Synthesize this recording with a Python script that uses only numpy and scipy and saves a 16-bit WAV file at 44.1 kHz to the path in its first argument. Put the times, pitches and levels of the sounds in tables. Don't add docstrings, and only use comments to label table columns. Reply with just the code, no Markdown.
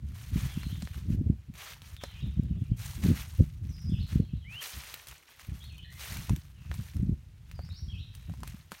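import sys
import numpy as np
from scipy import signal
from scipy.fft import rfft, irfft
from scipy.io import wavfile
from scipy.ndimage import uniform_filter1d

SR = 44100
rng = np.random.default_rng(int(sys.argv[2]) if len(sys.argv) > 2 else 0)


def int16_out(signal):
    q = np.round(np.clip(np.atleast_2d(signal).T, -1, 1) * 32767)
    wavfile.write(sys.argv[1], SR, q.astype(np.int16))


N = 388080
TIME = np.arange(N) / SR

# frequency in Hz, relative strength there in dB.
HUSH_COLOUR = [(30, -5), (100, -11.5), (300, -1), (600, -9.5), (1200, -10.5), (2600, -10), (4000, -13.5),
               (7000, -18), (15000, -23)]
BIG_SWIRL_COLOUR = [(20, -13), (35, -5.5), (50, -0.5), (67, 4), (90, 0.5), (130, -2.5), (170, -10),
                    (220, -26.5), (300, -37.5), (500, -79), (900, -84)]
SMALL_SWIRL_COLOUR = [(60, -9), (130, -1.5), (190, 4), (260, -6.5), (340, -15), (450, -27), (650, -33),
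                      (1200, -64), (3000, -96)]
CRISP_TREBLE = [(4200, 4.5), (5000, 1), (6100, 5), (7530, 0), (9000, 3), (9800, 2), (10400, -3),
                (11400, 2.5), (13500, 1), (15500, -0.5)]
CRISP_BASS = [(600, -35), (1500, -10.5), (3000, -3)]
CRUSH_COLOUR = [(150, -35), (400, -7), (750, -5.5), (1300, -2), (2200, -0.5), (3200, -2.5), (4500, -8.5),
                (7000, -12.5), (15000, -80)]

# time in seconds, relative level in dB.
DRAUGHT = [(0, -42), (1.35, -45), (1.65, -61.5), (1.76, -53), (2.1, -49), (2.3, -38.5), (3.22, -43.5),
           (3.6, -41.5), (4.52, -45.5), (4.68, -72), (4.9, -58), (5.3, -77), (5.44, -60), (5.56, -48.5),
           (7.3, -51), (8.15, -47), (8.5, -44), (8.8, -69)]
# time of full strength in seconds, hold in seconds,
# relative level of the big swirls in dB, small swirls compared with them in dB.
WIND_GUSTS = [(0.032, .08, -39, -15), (0.327, 0.063, -31, -13.5), (0.436, .03, -33.5, -17),
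              (0.572, 0.26, -40.5, -15), (0.974, 0.044, -40, -11.5), (1.07, .25, -31, -10.5),
              (1.49, 0.054, -48.5, -15.5), (1.914, .04, -48, -29), (2.241, 0.038, -30, -14),
              (2.369, .25, -36, -10.5), (2.705, 0.021, -30.5, -18.5), (2.993, 0.037, -37.5, -6.5),
              (3.049, 0.067, -25.5, -4), (3.4, 0.013, -22.5, -13.5), (3.611, 0.1, -38, -15.5),
              (3.864, 0.16, -31, -16), (4.129, 0.096, -31.5, -12.5), (4.337, 0.029, -32, -24),
              (4.748, 0.042, -44, -15.5), (5.1, 0.019, -49.5, -32), (5.492, 0.038, -38, -12),
              (5.683, 0.026, -41, -22), (6.122, .09, -40, -11.5), (6.3, .04, -28, -13.5),
              (6.672, 0.15, -38.5, -20), (6.96, 0.17, -31.5, -11), (7.524, 0.22, -43, -26),
              (7.829, .18, -39, -20), (8.289, 0.025, -40, -7.5), (8.394, 0.037, -45, -9)]
# time in seconds,
# relative level in dB, pitch in Hz.
AIR_LUMPS = [(0.361,-12.5,128), (0.464,-23.5,90), (0.576,-20.5,165), (0.668,-23,144), (0.729,-24.5,136),
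             (0.832,-24.5,154), (1.105,-15.5,149), (1.148,-20.5,182), (1.214,-21.5,230), (1.301,-8.5,136),
             (1.501,-34,181), (2.276,-23,85), (2.397,-12,139), (2.512,-21,145), (2.621,-24,159),
             (2.719,-16.5,126), (3.061,-16,203), (3.103,-14.5,213), (3.403,-31.5,506), (3.408,-4.5,98),
             (3.422,-12,109), (3.897,-21.5,140), (3.923,-18,157), (4.159,-11.5,147), (4.201,-31,430),
             (4.202,-9,122), (4.337,-17,113), (6.308,-14.5,114), (6.334,-12,100), (6.794,-22,104),
             (7.032,-18,163), (7.095,-15,157), (7.12,-20,122), (8.302,-26,109), (8.546,-35,184),
             (8.726,-41.5,192)]
# start, swell, hold and time to fade 20 dB, all in
# seconds, then relative level of the crackle in dB, and the dB added to that for the dull crush.
FOOTSTEPS = [(0.023, 0.061, 0.052, .2, -70, -4.5), (0.118, 0.05, .14, -0.03, -59.5, -6),
             (0.296, 0.08, 0.063, 0.4, -52, -4.5), (0.543, 0.0399, 0.32, 0.24, -61.5, -8.5),
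             (0.922, 0.014, 0.014, 0.25, -61, -3.5), (1.077, 0.029, 0.053, -0.02, -64.5, -5.5),
             (1.532, 0.08, .1, 0.11, -53.5, -2.5), (1.808, 0.023, 0.1, 0.1, -61.5, -6.5),
             (1.998, .02, 0.0082, .5, -63.5, 0.5), (2.58, 0.017, 0.08, .1, -74, -4.5),
             (2.758, 0.056, 0.064, .5, -51, -8.5), (3.016, .015, 0.058, .2, -50.5, -4.5),
             (3.136, 0.037, 0.032, .11, -49.5, -5), (3.272, 0.022, 0.12, 0.2, -61, -8.5),
             (3.616, 0.023, 0.454, -1, -70, -5.5), (4.055, 0.057, 0.024, 0.11, -57, -4),
             (4.481, 0.05, .04, 0.74, -62, -1.5), (4.603, 0.019, 0.036, 0.24, -45, -9),
             (4.718, 0.024, 0.2, .28, -54, -5.5), (5.066, .015, 0.015, 0.22, -57.5, -5),
             (5.25, .05, .01, 0.37, -64, -3), (5.385, 0.0091, 0.0089, 0.33, -61, -3),
             (5.517, 0.027, 0.075, 0.36, -64.5, -6.5), (5.899, 0.027, 0.048, 0.33, -59, -11),
             (5.971, 0.041, 0.13, 0.3147, -48.5, -6.5), (6.25, 0.0098, .02, 0.14, -63.5, -3.5),
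             (6.546, 0.14, 0.029, -0.17, -69, -1), (6.706, 0.025, 0.14, 0.29, -60, -6.5),
             (7.441, .04, 0.17, 1.3, -73.5, -2.5), (8.118, 0.031, 0.36, 0.5, -69.5, -5),
             (8.413, .055, 0.023, .28, -61.5, -5.5), (8.701, 0.016, 0.028, 0.8, -60.5, -4.5)]
# start in seconds, length in seconds, low and high pitch in Hz,
# relative level in dB, name of the slide.
FAR_NOTES = [(0.499, 0.17, 2595, 4416, -52, "swoop"), (0.672, 0.079, 2840, 3650, -53, "rise"),
             (1.97, 0.098, 3100, 4170, -52, "swoop"), (2.092, .16, 2400, 3930, -54.5, "swoop"),
             (2.491, 0.11, 2530, 3560, -67, "swoop"), (2.613, 0.13, 2350, 3310, -67, "swoop"),
             (3.689, 0.094, 5000, 5990, -58.5, "fall"), (3.791, 0.094, 5020, 5840, -55.5, "fall"),
             (3.895, 0.15, 2574, 4430, -51.5, "swoop"), (4.243, 0.15, 2520, 4100, -65, "swoop"),
             (4.409, 0.057, 3010, 3430, -60, "fall"), (5.602, 0.057, 3210, 4300, -51, "rise"),
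             (5.677, 0.085, 2495, 3530, -55.5, "fall"), (5.778, 0.03, 3014, 3100, -48.5, "fall"),
             (5.813, 0.045, 3000, 4120, -54, "rise"), (5.843, 0.1, 1834, 2100, -55.5, "rise"),
             (6.545, 0.12, 2600, 3140, -65, "fall"), (7.545, .14, 4370, 5450, -61, "swoop"),
             (7.696, 0.1, 3610, 5740, -52, "rise"), (7.882, 0.16, 2510, 4140, -51.5, "swoop")]
SLIDES = {"swoop": [(0, .48), (.2, 0.42), (.4, 0), (.58, .35), (.78, 0.98), (1, 0.72)], "rise": [(0, 0),
          (.5, 0.45), (.8, 0.98), (1, 0.95)], "fall": [(0, 1), (.38, .08), (1, 0)]}
# time in seconds, pitch in Hz, level in dB.
NEAR_WHISTLE = [(4.445, 1940, -57.5), (4.48, 2274, -50), (4.55, 2766, -42.5), (4.605, 3220, -40.5),
                (4.635, 2450, -49)]
# time in seconds, relative level of the ring in dB, its pitch in Hz,
# relative level of the splinter crack in dB.
TWIG_SNAPS = [(0.633,-36,2116,-59.5), (0.757,-45.5,2170,-64), (0.823,-47,660,-42.5), (0.874,-36.5,1870,-62),
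              (1.539,-49,2350,-58), (1.554,-45,3330,-58), (1.819,-39,3290,-55), (1.966,-38,3420,-58),
              (2.037,-32,610,-40), (2.04,-33.5,1800,-54), (2.434,-66,2960,-62.5), (2.86,-43,1820,-46),
              (3.038,-34,2150,-45), (4.837,-38.5,2500,-56), (4.941,-31.5,2670,-39), (5.071,-45,1840,-45.5),
              (5.085,-60.5,1960,-46), (5.113,-41,2820,-53), (5.396,-47.5,1590,-57), (5.64,-46,2160,-56),
              (5.781,-52,3020,-57), (6.17,-37,2300,-44), (6.295,-31.5,950,-38.5), (6.362,-43,2970,-46.5),
              (6.715,-31.5,1800,-57), (6.741,-50,1080,-47), (6.967,-59,1410,-51), (7.514,-41.5,2530,-54.5),
              (7.592,-38,669,-64), (7.69,-48.5,1390,-64), (8.151,-51,3040,-51), (8.297,-47,700,-61),
              (8.338,-48,950,-58), (8.404,-54,974,-55), (8.433,-34.5,1020,-43.5), (8.476,-41.5,2150,-44.5),
              (8.719,-31.5,1360,-43)]


def from_db(db):
    return 10 ** (np.asarray(db) / 20)


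def unit_power(x):
    return x / np.sqrt(np.mean(x ** 2) + 1e-20)


def coloured(x, colour):
    hz, db = np.transpose(sorted(colour))
    bins_hz = np.maximum(np.arange(N // 2 + 1) * SR / N, 1)
    gain = from_db(np.interp(np.log(bins_hz), np.log(hz), db))
    return unit_power(irfft(rfft(x) * gain, N))


def band(x, low_hz, high_hz):
    edges_hz = [low_hz, min(high_hz, .45 * SR)]
    return signal.sosfilt(signal.butter(2, edges_hz, "band", fs=SR, output="sos"), x)


def wobble(low_hz, high_hz):
    return unit_power(band(rng.standard_normal(N), low_hz, high_hz))


def evened(x, span_s):
    size = int(span_s * SR)
    power = uniform_filter1d(uniform_filter1d(x ** 2, size), size)
    return x / np.sqrt(np.abs(power) + 1e-9)


def add(out, start_s, sound):
    at = max(int(start_s * SR), 0)
    out[at:at + len(sound)] += sound[:max(N - at, 0)]


def envelope(start_s, swell_s, hold_s, fade_s):
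    swell = np.clip((TIME - start_s) / swell_s, 0, 1)
    fade = np.clip((TIME - start_s - swell_s - hold_s) / max(fade_s, 1e-3), 0, 10)
    return swell * from_db(-20 * fade)


def hush(level_db=-70.5):
    return from_db(level_db) * coloured(rng.standard_normal(N), HUSH_COLOUR)


def wind_strength(swell_s=0.023, fade_s=0.051):
    times, draught_db = np.transpose(DRAUGHT)
    big = from_db(np.interp(TIME, times, draught_db)) ** 2
    small = big * from_db(-25.5) ** 2
    for s, hold_s, db, small_db in WIND_GUSTS:
        power = (from_db(db) * envelope(s - swell_s, swell_s, hold_s, fade_s)) ** 2
        big += power
        small += power * from_db(small_db) ** 2
    return np.sqrt(big), np.sqrt(small)


def wind(big_db=-0.5, small_db=3.0, lump_db=0.5, bass_cut_hz=54, bass_cut_q=1.025):
    big, small = wind_strength()
    flutter = from_db(3.8 * np.clip(wobble(9, 28), -2.5, 1.2))
    rumble = evened(coloured(rng.standard_normal(N), BIG_SWIRL_COLOUR), span_s=0.057)
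    swirls = evened(coloured(rng.standard_normal(N), SMALL_SWIRL_COLOUR), span_s=0.013)
    out = flutter * (from_db(big_db) * big * rumble + from_db(small_db) * small * swirls)
    t = TIME[:4096] - TIME[2048]
    for s, db, hz in AIR_LUMPS:
        width_s = 0.0019 * from_db(-0.19 * (db + 23.5))
        swing = np.sin(2 * np.pi * hz * t)
        add(out, s + t[0], from_db(db + lump_db) * swing / np.cosh(t / width_s))
    w = 2 * np.pi * bass_cut_hz
    bass_cut = signal.bilinear([1, 0, 0], [1, w / bass_cut_q, w * w], SR)
    return signal.lfilter(*bass_cut, out)


def foot_pressure():
    crisp, crush = from_db(-82) ** 2, from_db(-83.5) ** 2
    for s, swell_s, hold_s, fade_s, db, dull_db in FOOTSTEPS:
        power = (from_db(db) * envelope(s, swell_s, hold_s, fade_s)) ** 2
        crisp += power
        crush += power * from_db(dull_db) ** 2
    return np.sqrt(crisp), np.sqrt(crush)


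def leaf_cracks(per_s, spread_db, decay_s):
    sizes = from_db(spread_db * np.minimum(rng.exponential(1, N), 5))
    hits = (rng.random(N) < per_s / SR) * sizes ** 2
    power = signal.lfilter([1], [1, -np.exp(-1 / (decay_s * SR))], hits + 1e-6)
    return evened(np.sqrt(power), span_s=0.1)


def leaves(crisp_db=1.5, crush_db=7.5, sliding=0.65, flake_gain=0.86, clump_db=5.0):
    crisp, crush = foot_pressure()
    cracks_per_s = 1500 * (crisp / from_db(-50.5)) ** 0.6
    cracks = leaf_cracks(cracks_per_s, spread_db=2.0, decay_s=0.0013)
    crackle = np.sqrt(cracks ** 2 + sliding ** 2) * rng.standard_normal((2, N))
    edges_hz = [600, 1600, 3200, 6000, 10000, 17000]
    for low, high in zip(edges_hz, edges_hz[1:]):
        flakes = leaf_cracks(cracks_per_s * .3, spread_db=3.0, decay_s=0.0025)
        clumps = from_db(clump_db * np.tanh(wobble(8.9, 23)))
        crackle += flake_gain * band(clumps * flakes * rng.standard_normal((2, N)), low, high)
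    top = coloured(crackle[0], CRISP_BASS + CRISP_TREBLE)
    deep = coloured(crackle[1], CRUSH_COLOUR)
    return from_db(crisp_db) * crisp * top + from_db(crush_db) * crush * deep


def sliding_note(start_s, length_s, low_hz, high_hz, db, slide):
    return [(start_s + when * length_s, low_hz + height * (high_hz - low_hz), db)
            for when, height in sorted(SLIDES[slide])]


def whistle(notes, waver, rasp, fade_s=0.0031):
    out = np.zeros(N)
    tremble = 1 + waver * wobble(31, 200)
    for note in notes:
        s, hz, db = np.transpose(note)
        during = slice(int(s[0] * SR), int(s[-1] * SR))
        t = TIME[during]
        fade = np.clip(np.minimum(t - s[0], s[-1] - t) / fade_s, 0, 1)
        phase = 2 * np.pi * np.cumsum(np.interp(t, s, hz) * tremble[during]) / SR
        out[during] += fade * from_db(np.interp(t, s, db)) * np.sin(phase)
    return out * (1 + rasp * wobble(34, 136))


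def echoes(x, decay_s, per_s):
    t = TIME[:SR]
    hits = rng.random(SR) < per_s / SR
    tail = rng.standard_normal(SR) * hits * from_db(-60 * t / decay_s) * (t > .003)
    tail /= np.sqrt(np.sum(tail ** 2) + 1e-12)
    return signal.fftconvolve(x, tail)[:N]


def birds():
    far = whistle([sliding_note(*note) for note in FAR_NOTES], waver=.013, rasp=.5)
    near = whistle([NEAR_WHISTLE], waver=.002, rasp=.08)
    off_trunks = from_db(-4.5) * echoes(far, decay_s=0.25, per_s=550)
    off_wood = echoes(from_db(-3) * far + from_db(-7.5) * near, decay_s=0.94, per_s=900)
    return near + from_db(-6) * far + off_trunks + off_wood


def twigs(ring_db=6.5, crack_db=7.5, decay_cycles=0.95, crack_s=0.0023):
    out, t = np.zeros(N), TIME[:2048]
    for s, db, hz, splinter_db in TWIG_SNAPS:
        ring = np.zeros(len(t))
        for tone_hz, tone_db in [(hz * 0.413, -18), (hz, 0), (hz * 1.75, -8.5)]:
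            tone = np.sin(2 * np.pi * tone_hz * t) * np.exp(-t * tone_hz / decay_cycles)
            ring += from_db(tone_db) * tone * rng.choice([-1, 1])
        burst = rng.standard_normal(len(t)) * np.exp(-t / crack_s)
        crack = band(burst, 1200, 5500 + 5 * hz)
        add(out, s, from_db(db + ring_db) * ring + from_db(splinter_db + crack_db) * crack)
    return out + from_db(-10) * echoes(out, decay_s=0.051, per_s=3200)


def scene():
    return (leaves() + twigs() + wind() + birds() + hush())[None]


def record(dry):
    cutoff_hz = 15900
    return signal.sosfilt(signal.ellip(12, .2, 80, cutoff_hz, fs=SR, output="sos"), dry)


dry = scene()
out = record(dry)
int16_out(out)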